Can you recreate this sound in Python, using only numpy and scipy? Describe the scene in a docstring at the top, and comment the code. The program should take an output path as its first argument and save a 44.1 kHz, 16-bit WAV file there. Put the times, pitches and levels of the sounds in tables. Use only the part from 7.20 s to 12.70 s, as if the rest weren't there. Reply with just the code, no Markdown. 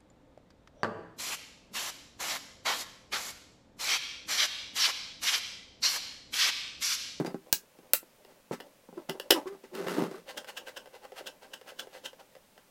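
"""A small, dry workshop, one microphone close to a chipboard bench where a hot-glue gun is handled.
Its power connection snaps twice, a glue stick is clicked and rubbed into the feed, and the gun knocks
and drags round on its stand. Then the trigger is pumped: each squeeze scrapes the stick forward, and
the sprung gripper rasps back over it. Gun and board ring with it all, over faint room tone."""
import sys
import numpy as np
from scipy import signal
from scipy.fft import rfft, irfft
from scipy.io import wavfile

SR = 44100
rng = np.random.default_rng(int(sys.argv[2]) if len(sys.argv) > 2 else 0)


def store_pcm(level_fs):
    """Save levels as 16-bit WAV."""
    pcm = np.round(np.clip(level_fs, -1, 1) * 32767).astype(np.int16)
    wavfile.write(sys.argv[1], SR, np.atleast_2d(pcm).T)


N = 242550
TIME = np.arange(N) / SR


# Trigger squeezes: fastest at t/s, rise/s, fall/s, body level/dB, rasp level/dB
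# (levels in all tables are relative)
FEED_STROKES = [(3.100, 0.016, 0.013, -48, -47), (3.289, 0.0088, 0.011, -49.5, -43),
                (3.487, 0.013, 0.0068, -48.5, -45.5), (3.748, 0.011, 0.016, -52.5, -56),
                (3.852, 0.017, 0.0049, -49.5, -56), (3.992, 0.021, 0.01, -51.5, -48),
                (4.232, 0.01, 0.02, -54.5, -57.5), (4.491, 0.013, 0.014, -51, -48.5),
                (4.755, 0.023, 0.023, -54, -54.5), (5.004, 0.0093, 0.0068, -53, -58)]
# Spectrum of the sliding stick: f/Hz, level/dB
FEED_SPECTRUM = [(80, -40), (280, -16), (520, 1.5), (760, -3.5), (980, -5), (1200, -13), (1580, -6.5),
                 (2350, -14), (2900, -8), (3700, -14.5), (4400, -13), (5300, -17.5), (7000, -20),
                 (10000, -23.5), (16000, -27)]
def squeezes():
    """Each squeeze of the trigger scrapes the glue stick forward."""
    slips = friction(slips_per_s=6000, uneven_db=0.61)
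    return strokes(FEED_STROKES, FEED_SPECTRUM, slips, rub=0.026, rub_s=0.039, level_db=0.5)


# Gripper returns: fastest at t/s, rise/s, body level/dB, rasp level/dB
GRIPPER_STROKES = [(3.180, 0.0055, -41.5, -36), (3.379, 0.0074, -44.5, -39), (3.573, 0.0057, -44, -42.5),
                   (4.074, 0.0061, -44, -36.5), (4.337, 0.0023, -46.5, -40.5), (4.599, 0.0068, -44, -37),
                   (4.861, 0.01, -47.5, -39)]
# Spectrum of the gripper's rasp: f/Hz, level/dB
GRIPPER_SPECTRUM = [(80, -34), (300, -35), (540, -8), (760, -17), (950, -12.5), (1200, -14.5), (1560, -0.5),
                    (2300, -12), (3000, 9), (4100, -4.5), (5400, -3.5), (7800, -8), (10000, -12.5),
                    (16000, -14.5)]
def gripper_returns(fall_s=0.0057):
    """The gripper rasps back over the stick; the spring always stops it equally fast."""
    rows = [(s, rise, fall_s, body, rasp) for s, rise, body, rasp in GRIPPER_STROKES]
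    slips = friction(slips_per_s=9000, uneven_db=1.0)
    return strokes(rows, GRIPPER_SPECTRUM, slips, rub=0.07, rub_s=0.021, level_db=-1.5)


# Snaps at the power connection: t/s, level/dB
POWER_SNAPS = [(0.3264, 1), (0.7334, 1)]
# One spectrum for each snap: f/Hz, level/dB
SNAP_SPECTRA = [
    [(30, -8), (200, -9.5), (450, -9.5), (900, -5.5), (1300, -15.5), (1650, 0), (2000, -16.5), (2700, -1.5),
     (3300, -6.5), (4400, 1), (6000, 1), (9800, -8), (13500, -1.5), (15300, 4)],
    [(30, -13), (220, -13.5), (430, -2), (600, 1), (950, -12), (1350, 1.5), (2200, -9.5), (2700, -1.5),
     (3200, -7.5), (4200, -1), (6200, -6), (7800, 0.5), (9000, -4.5), (13300, 6), (15800, 3.5)],
]
def snaps(level_db=9):
    """A stiff catch lets go: one very short, bright crack each."""
    out = np.zeros(N)
    for (s, db), spectrum in zip(POWER_SNAPS, SNAP_SPECTRA):
        crack = contact(response(spectrum), spread_s=0.0033, rattle=0.58, rattle_s=0.0026)
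        add(out, s, from_db(db + level_db) * crack)
    return out


# Clicks of housing and feed: t/s, click level/dB, thud level/dB
FEED_CLICKS = [(1.048, -44.5, -53), (1.4009, -38, -40), (1.4060, -35.5, -46.5), (1.895, -21, -30.5),
               (1.9979, -23.5, -35.5), (2.1040, -13.5, -21), (2.1069, 1.5, -26.5), (2.1188, -15, -22),
               (2.1244, -38, -26), (2.551, -30, -49), (2.668, -53, -34), (2.683, -30.5, -32),
               (2.790, -33, -58), (2.839, -38, -50)]
# Spectrum of the hard plastic: f/Hz, level/dB
CLICK_SPECTRUM = [(60, -56.5), (160, -16), (400, 2), (850, -6.5), (1250, -13.5), (1800, 3), (2350, -5.5),
                  (2850, 11.5), (3700, 4), (5100, 7), (6300, -4.5), (9000, -3), (13000, -1.5), (16000, -5)]
def clicks(click_db=5, thud_db=19):
    """Hard plastic meets plastic as the stick is forced into the feed."""
    out = np.zeros(N)
    for s, click, thud in FEED_CLICKS:
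        ring = response(CLICK_SPECTRUM, thud + thud_db, click + click_db)
        add(out, s, contact(ring, spread_s=0.001815, rattle=1.33, rattle_s=0.0017))
    return out


# The gun knocks on the bench: t/s, thud level/dB, edge level/dB
BENCH_KNOCKS = [(0.0, -16, -45.5), (0.007, -16.5, -50), (0.048, -18, -46.5), (0.075, -23.5, -70),
                (0.144, -21.5, -54.5), (0.434, -48.5, -71), (0.588, -40, -61.5), (0.631, -45.5, -71),
                (0.829, -38.5, -65), (1.311, -16.5, -60), (1.32, -25, -49), (1.334, -26.5, -52),
                (1.688, -35, -80), (1.727, -34.5, -78), (1.953, -31, -65), (2.257, -35, -63),
                (2.439, -37, -60), (2.665, -21.5, -57), (2.782, -18.5, -47.5), (2.821, -16.5, -43),
                (2.837, -27, -50), (2.913, -28, -49.5)]
# Spectrum of the housing on the board: f/Hz, level/dB
HOUSING_SPECTRUM = [(40, -36.5), (105, -27), (165, -5), (250, -2), (400, -1), (600, -11), (850, -9.5),
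                    (1150, -17.5), (1600, -19), (2300, -21.5), (3200, -27), (5000, -26.5), (8000, -32),
                    (16000, -40.5)]
def knocks(thud_db=10, edge_db=21, usual_db=-31.5, db_per_octave=67):
    """Stand and handle bump the board; a heavier knock stays longer in contact and sounds lower."""
    out = np.zeros(N)
    for s, thud, edge in BENCH_KNOCKS:
        pitch_ratio = 2 ** ((usual_db - thud) / db_per_octave)
        ring = response(np.array(HOUSING_SPECTRUM) * [pitch_ratio, 1], thud + thud_db, edge + edge_db)
        add(out, s, contact(ring, spread_s=0.0008, rattle=0.92, rattle_s=0.0037))
    return out


# Scuffs of the housing: fastest at t/s, rise/s, fall/s, body level/dB, rasp level/dB
HOUSING_SCUFFS = [(0.010, 0.0052, 0.016, -41, -55), (0.066, 0.0052, 0.0063, -42, -43.5),
                  (0.1, .015, 0.02, -47.5, -63), (1.124, 0.029, 0.0082, -64.5, -68),
                  (1.336, 0.012, 0.011, -42, -46.5), (1.780, 0.0056, 0.0026, -47.5, -63),
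                  (1.893, 0.0022, 0.013, -37.5, -47), (2.172, 0.0087, 0.013, -44.5, -50),
                  (2.279, .007, 0.0075, -53, -50.5), (2.335, 0.0091, 0.024, -55, -67),
                  (2.444, 0.0067, 0.011, -54.5, -59)]
def scuffs():
    """The housing slides briefly against hand and board."""
    slips = friction(slips_per_s=8000, uneven_db=1.6)
    return strokes(HOUSING_SCUFFS, HOUSING_SPECTRUM, slips, rub=0.016, rub_s=0.01, level_db=1.5)


# Course of the drag across the bench: t/s, rumble level/dB, scratch level/dB
DRAG_LEVELS = [(2.53, -56, -83), (2.556, -37, -44.5), (2.658, -36.5, -48.5), (2.682, -33.5, -39.5),
               (2.73, -37, -43), (2.834, -29, -44), (2.888, -46, -59), (2.964, -49, -53.5),
               (3.02, -63, -77)]
# Spectrum of the stand on chipboard: f/Hz, level/dB
DRAG_SPECTRUM = [(40, -45), (110, -45), (170, -1.5), (300, -4.5), (400, 0), (620, -9.5), (860, -13),
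                 (1150, -13), (1400, -15), (2400, -24), (4500, -26.5), (8000, -33.5), (13700, -36),
                 (16000, -44)]
def drag(rumble_db=-5.5, scratch_db=-2, judder_db=1.0):
    """The stand slides over the wood flakes as the gun is turned: the body rumbles, the shell scratches."""
    s, rumble, scratch = np.transpose(DRAG_LEVELS)
    body = np.interp(TIME, s, from_db(rumble + rumble_db), left=0, right=0)
    shell = np.interp(TIME, s, from_db(scratch + scratch_db), left=0, right=0)
    slips = friction(slips_per_s=6000, uneven_db=2.4) * from_db(judder_db * drift(110))
    return (through(slips * body, response(DRAG_SPECTRUM, body_db=0, shell_db=-90))
            + through(slips * shell, response(DRAG_SPECTRUM, body_db=-90, shell_db=0)))


# Groans of rubbing parts: t/s, length/s, first f/Hz, last f/Hz, level/dB, overtone level/dB
RUB_GROANS = [(1.77, 0.025, 350, 330, -33, -11.5), (2.143, 0.05, 356.7, 282, -24, -5.5),
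              (2.257, 0.034, 345, 390.5, -31.5, -11), (2.29, 0.066, 404, 392.6, -39.5, -15),
              (2.518, 0.06, 350, 392, -39, -22.5), (2.592, 0.021, 392, 377, -30, -20),
              (2.768, 0.038, 293, 319, -24, -9.5), (2.94, 0.018, 372, 390, -35.5, -7.5),
              (2.968, 0.035, 418, 474, -44.5, -20)]
def groans(level_db=-4, jitter=0.024, shimmer_db=2, overtone_gains=(0.42, 0.93, 0.34), rough=0.99):
    """Uneven stick-slip gives a short, wavering tone whose overtones break up into noise."""
    out = np.zeros(N)
    waver = 1 + jitter * drift(260)
    grit = [gain * (1 + rough * drift(400)) / np.hypot(1, rough) for gain in overtone_gains]
    for s, length, first_hz, last_hz, db, overtones_db in RUB_GROANS:
        along = np.linspace(0, 1, round(length * SR))
        now = round(s * SR) + np.arange(len(along))
        hz = (first_hz + (last_hz - first_hz) * along) * waver[now]
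        phase = 2 * np.pi * np.cumsum(hz) / SR
        overtones = sum(gain[now] * np.sin(k * phase) for k, gain in enumerate(grit, start=2))
        arch = 2 * np.sqrt(along * (1 - along))
        add(out, s, from_db(db + level_db) * arch * (np.sin(phase) + from_db(overtones_db) * overtones))
    return out * from_db(shimmer_db * drift(150))


# Taps inside the trigger: t/s, thud level/dB, edge level/dB
TRIGGER_TICKS = [(3.245, -47, -48), (3.658, -43, -54), (3.673, -43, -57), (3.92, -35, -54),
                 (4.008, -33.5, -58), (4.413, -40.5, -53), (4.52, -38.5, -65), (4.671, -37.5, -57),
                 (4.931, -41, -56.5), (5.152, -46.5, -55), (5.165, -41, -62.5), (5.378, -47.5, -55.5)]
# Spectrum of the linkage: f/Hz, level/dB
LINKAGE_SPECTRUM = [(88, -51), (150, -25.5), (431, 10.5), (578, 11.5), (1170, -10.5), (1940, -11),
                    (2550, -20), (2870, -11.5), (4410, -25), (5050, -17), (6140, -27.5), (14000, -31),
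                    (16000, -40)]
def ticks(thud_db=11, edge_db=22):
    """The trigger linkage takes up its slack with soft, hollow taps."""
    out = np.zeros(N)
    for s, thud, edge in TRIGGER_TICKS:
        ring = response(LINKAGE_SPECTRUM, thud + thud_db, edge + edge_db)
        add(out, s, contact(ring, spread_s=0.00075, rattle=0.96, rattle_s=0.0034))
    return out


# Dry plastic squeaks as it slides: fastest at t/s, rise/s, fall/s, f/Hz, level/dB
PLASTIC_SQUEAKS = [(0.064, .002, .004, 4760, -42.5)]
def squeaks(waver=0.025):
    """Very fast, uneven stick-slip: a faint, hissy whistle."""
    uneven_time = np.cumsum(1 + waver * drift(2500)) / SR
    return sum(from_db(db) * swell(s, rise, fall) * np.sin(2 * np.pi * hz * uneven_time)
               for s, rise, fall, hz, db in PLASTIC_SQUEAKS)


# Spectrum of skin on the grip: f/Hz, level/dB
GRIP_SPECTRUM = [(100, -34), (250, -4), (400, -5.5), (560, 2), (750, -10), (950, -8), (1300, -23),
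                 (3000, -26), (16000, -39)]
def hands(rest_db=-70.5, flicker_db=3):
    """Skin creeps on the hollow grip: faintly at rest, more with every effort of the fingers."""
    # Efforts before snaps, after clicks, around groans, with strokes: t/s, rise/s, fall/s, level/dB
    presses = [(s - 0.03, 0.04, 0.013, -61.5) for s, _ in POWER_SNAPS]
    settles = [(s + 0.06, 0.035, 0.035, 0.51 * thud - 40) for s, _, thud in FEED_CLICKS]
    rubs = [(s + length / 2, 0.023, 0.023, db - 22) for s, length, _, _, db, _ in RUB_GROANS]
    pumps = [(s + 0.013, 0.041, 0.041, body - 12) for s, *_, body, _ in FEED_STROKES + GRIPPER_STROKES]
    power = from_db(rest_db) ** 2
    for s, rise, fall, db in presses + settles + rubs + pumps:
        power += (from_db(db) * swell(s, rise, fall)) ** 2
    creep = friction(slips_per_s=1200, uneven_db=1.2) * np.sqrt(power) * from_db(flicker_db * drift(35))
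    return through(creep, response(GRIP_SPECTRUM))


# Modes of the gun standing on the board: f/Hz, level/dB, t60/s
BENCH_MODES = [(176.7, -6, 0.2), (319, -13.5, 0.9), (388.3, 1.5, 0.17), (516, -1, 0.059), (785, -6, 0.069),
               (857, -5, .1), (1320, -3, .07), (1556, -4, 0.042), (2014, -1.5, 0.038), (2720, -7.5, 0.017),
               (3630, -15.5, .04), (5120, -11.5, .04)]
def bench(x):
    """The handling sets the modes of gun and board ringing."""
    out = x.copy()
    for hz, db, t60 in BENCH_MODES:
        radius = from_db(-60 / (t60 * SR))
        feedforward = np.array([1, 0, -1]) * (1 - radius ** 2) / 2
        feedback = [1, -2 * radius * np.cos(2 * np.pi * hz / SR), radius ** 2]
        out += from_db(db) * signal.lfilter(feedforward, feedback, x + 1e-18)
    return out


# Decay curve of the room, read at the band centres (almost no tail near 460 Hz): f/Hz, t60/s
ROOM_DECAY = [(200, 0.23), (530, -0.04), (1400, 0.18), (3700, 0.11), (9700, 0.16), (16000, 0.1)]
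# Reflections at the microphone, against the direct sound: f/Hz, level/dB
REFLECTION_LEVELS = [(60, -27), (200, -8), (600, -5.5), (2000, -7), (6000, -6.5), (16000, -8)]
def workshop(x, build_s=0.006, bands=12):
    """Dense reflections from near surfaces build up quickly and die band by band."""
    t = TIME[:SR // 4]
    hz, centres = np.fft.rfftfreq(len(t), 1 / SR), np.geomspace(60, 16000, bands)
    build = 1 - np.exp(-(t / build_s) ** 2)
    white = rfft(rng.standard_normal(len(t)))
    tail = np.zeros(len(t))
    for centre, share in zip(centres, np.eye(bands)):
        band = irfft(white * at_hz(np.c_[centres, share], hz), len(t))
        decay = unit(build * from_db(-60 * t / at_hz(ROOM_DECAY, centre)))
        tail += band * decay * from_db(at_hz(REFLECTION_LEVELS, centre))
    return x + through(x, tail)


# Background at the microphone: f/Hz, level/dB
ROOM_TONE_SPECTRUM = [(15, -2.5), (27, 2), (50, -11), (100, -5.5), (200, 0.5), (350, -7.5), (560, -5),
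                      (800, -6), (1200, -8.5), (2400, -9.5), (4000, -13), (8000, -15.5), (16000, -17)]
def room_tone(level_db=-64):
    """A faint, steady rumble and hiss."""
    return from_db(level_db) * through(rng.standard_normal(N), response(ROOM_TONE_SPECTRUM))


def strokes(rows, spectrum, slips, rub, rub_s, level_db, shift=0.022, reach_s=0.12):
    """Each slide swells with its speed, inside a fainter rub; the grip shifts its resonances a little."""
    out = np.zeros(N)
    for (s, rise, fall, body_db, rasp_db), chance in zip(rows, rng.uniform(-1.7, 1.0, len(rows))):
        speed = swell(s, rise, fall) + rub * swell(s, rub_s, rub_s)
        slide = (slips * speed)[np.abs(TIME - s) < reach_s]
        shifted = np.array(spectrum) * [1 + shift * chance, 1]
        ring = response(shifted, body_db + level_db, rasp_db + level_db)
        add(out, s - reach_s, signal.fftconvolve(slide, ring))
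    return out


def friction(slips_per_s, uneven_db):
    """Tiny slips of uneven size at random moments; rms 1."""
    sizes = rng.standard_normal(N) * from_db(uneven_db * np.minimum(rng.exponential(1, N), 4))
    return unit(sizes * (rng.random(N) < slips_per_s / SR)) * np.sqrt(N)


def contact(ring, spread_s, rattle, rattle_s, bend_hz=6000):
    """One blow: bending waves bring the treble first, and loose parts rattle briefly after it."""
    hz, t = np.fft.rfftfreq(len(ring), 1 / SR), np.arange(len(ring)) / SR
    phase_lag = 2 * np.pi * spread_s * bend_hz * np.log1p(hz / bend_hz)
    wave = irfft(rfft(ring) * np.exp(-1j * phase_lag))
    dying = np.sqrt(t) * np.exp(-t / rattle_s)
    chatter = unit(even_noise(dying) * dying)
    fade = np.cos(np.pi / 2 * t / t[-1]) ** 2
    return (wave + rattle * signal.fftconvolve(wave, chatter)[:len(t)]) * fade


def response(spectrum, body_db=None, shell_db=None, split_hz=1190):
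    """Impulse response: energy 1, or set apart for the body (below the split) and the plastic shell."""
    hz = np.fft.rfftfreq(4096, 1 / SR)
    power = from_db(at_hz(spectrum, hz)) ** 2
    if body_db is None:
        return unit(minimum_phase(np.sqrt(power)))
    body = power / (1 + (hz / split_hz) ** 6)
    shell = power - body
    balanced = body / body.mean() * from_db(body_db) ** 2 + shell / shell.mean() * from_db(shell_db) ** 2
    return minimum_phase(np.sqrt(balanced))


def minimum_phase(gain):
    """The promptest impulse response that has these gains."""
    cepstrum = irfft(np.log(gain + 1e-9))
    half = len(cepstrum) // 2
    cepstrum[1:half] *= 2
    cepstrum[half + 1:] = 0
    return irfft(np.exp(rfft(cepstrum)))


def even_noise(envelope, passes=5):
    """Noise that favours no pitch once it is shaped by this envelope."""
    noise = rng.standard_normal(len(envelope))
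    for _ in range(passes):
        spectrum = rfft(noise * envelope)
        flat = unit(irfft(spectrum / (np.abs(spectrum) + 1e-12), len(envelope)))
        noise = np.clip(flat / (unit(envelope) + 1e-12), -3, 3)
    return noise


def swell(s, rise, fall):
    """A movement gathers speed up to a moment and loses it again; top 1."""
    t = TIME - s
    return np.exp(-np.minimum((t / np.where(t < 0, rise, fall)) ** 2 / 2, 50))


def drift(rate_hz):
    """A random wander with a spread of about 1."""
    knots = np.arange(0, N / SR + 1, 1 / rate_hz)
    return np.interp(TIME, knots, rng.standard_normal(len(knots)))


def from_db(db):
    """Decibels to gain."""
    return 10 ** (np.asarray(db) / 20)


def at_hz(points, hz):
    """Read a table on a log-frequency axis."""
    f, value = np.transpose(points)
    return np.interp(np.log(np.maximum(hz, 1)), np.log(f), value)


def unit(x):
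    """Scale to energy 1."""
    return x / np.sqrt(np.sum(x ** 2) + 1e-20)


def through(x, ring):
    """Pass a sound through an impulse response."""
    return signal.fftconvolve(x, ring)[:N]


def add(out, s, sound):
    """Mix a sound in at a time."""
    at = max(round(s * SR), 0)
    out[at:at + len(sound)] += sound[:N - at]


def scene():
    """All the handling rings in the bench; each contact point meets other reflections of the room."""
    sources = (squeezes(), gripper_returns(), snaps(), clicks(), knocks(),
               scuffs() + hands(), drag(), groans() + squeaks(), ticks())
    handling = bench(sum(workshop(source) for source in sources))
    return (handling + room_tone())[None]


def record(dry, cutoff_hz=16100):
    """The microphone channel clips at full scale, and the top is cut steeply."""
    lowpass = signal.ellip(10, 0.1, 80, cutoff_hz, fs=SR, output="sos")
    return signal.sosfilt(lowpass, np.clip(dry, -1, 1))


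dry = scene()
out = record(dry)
store_pcm(out)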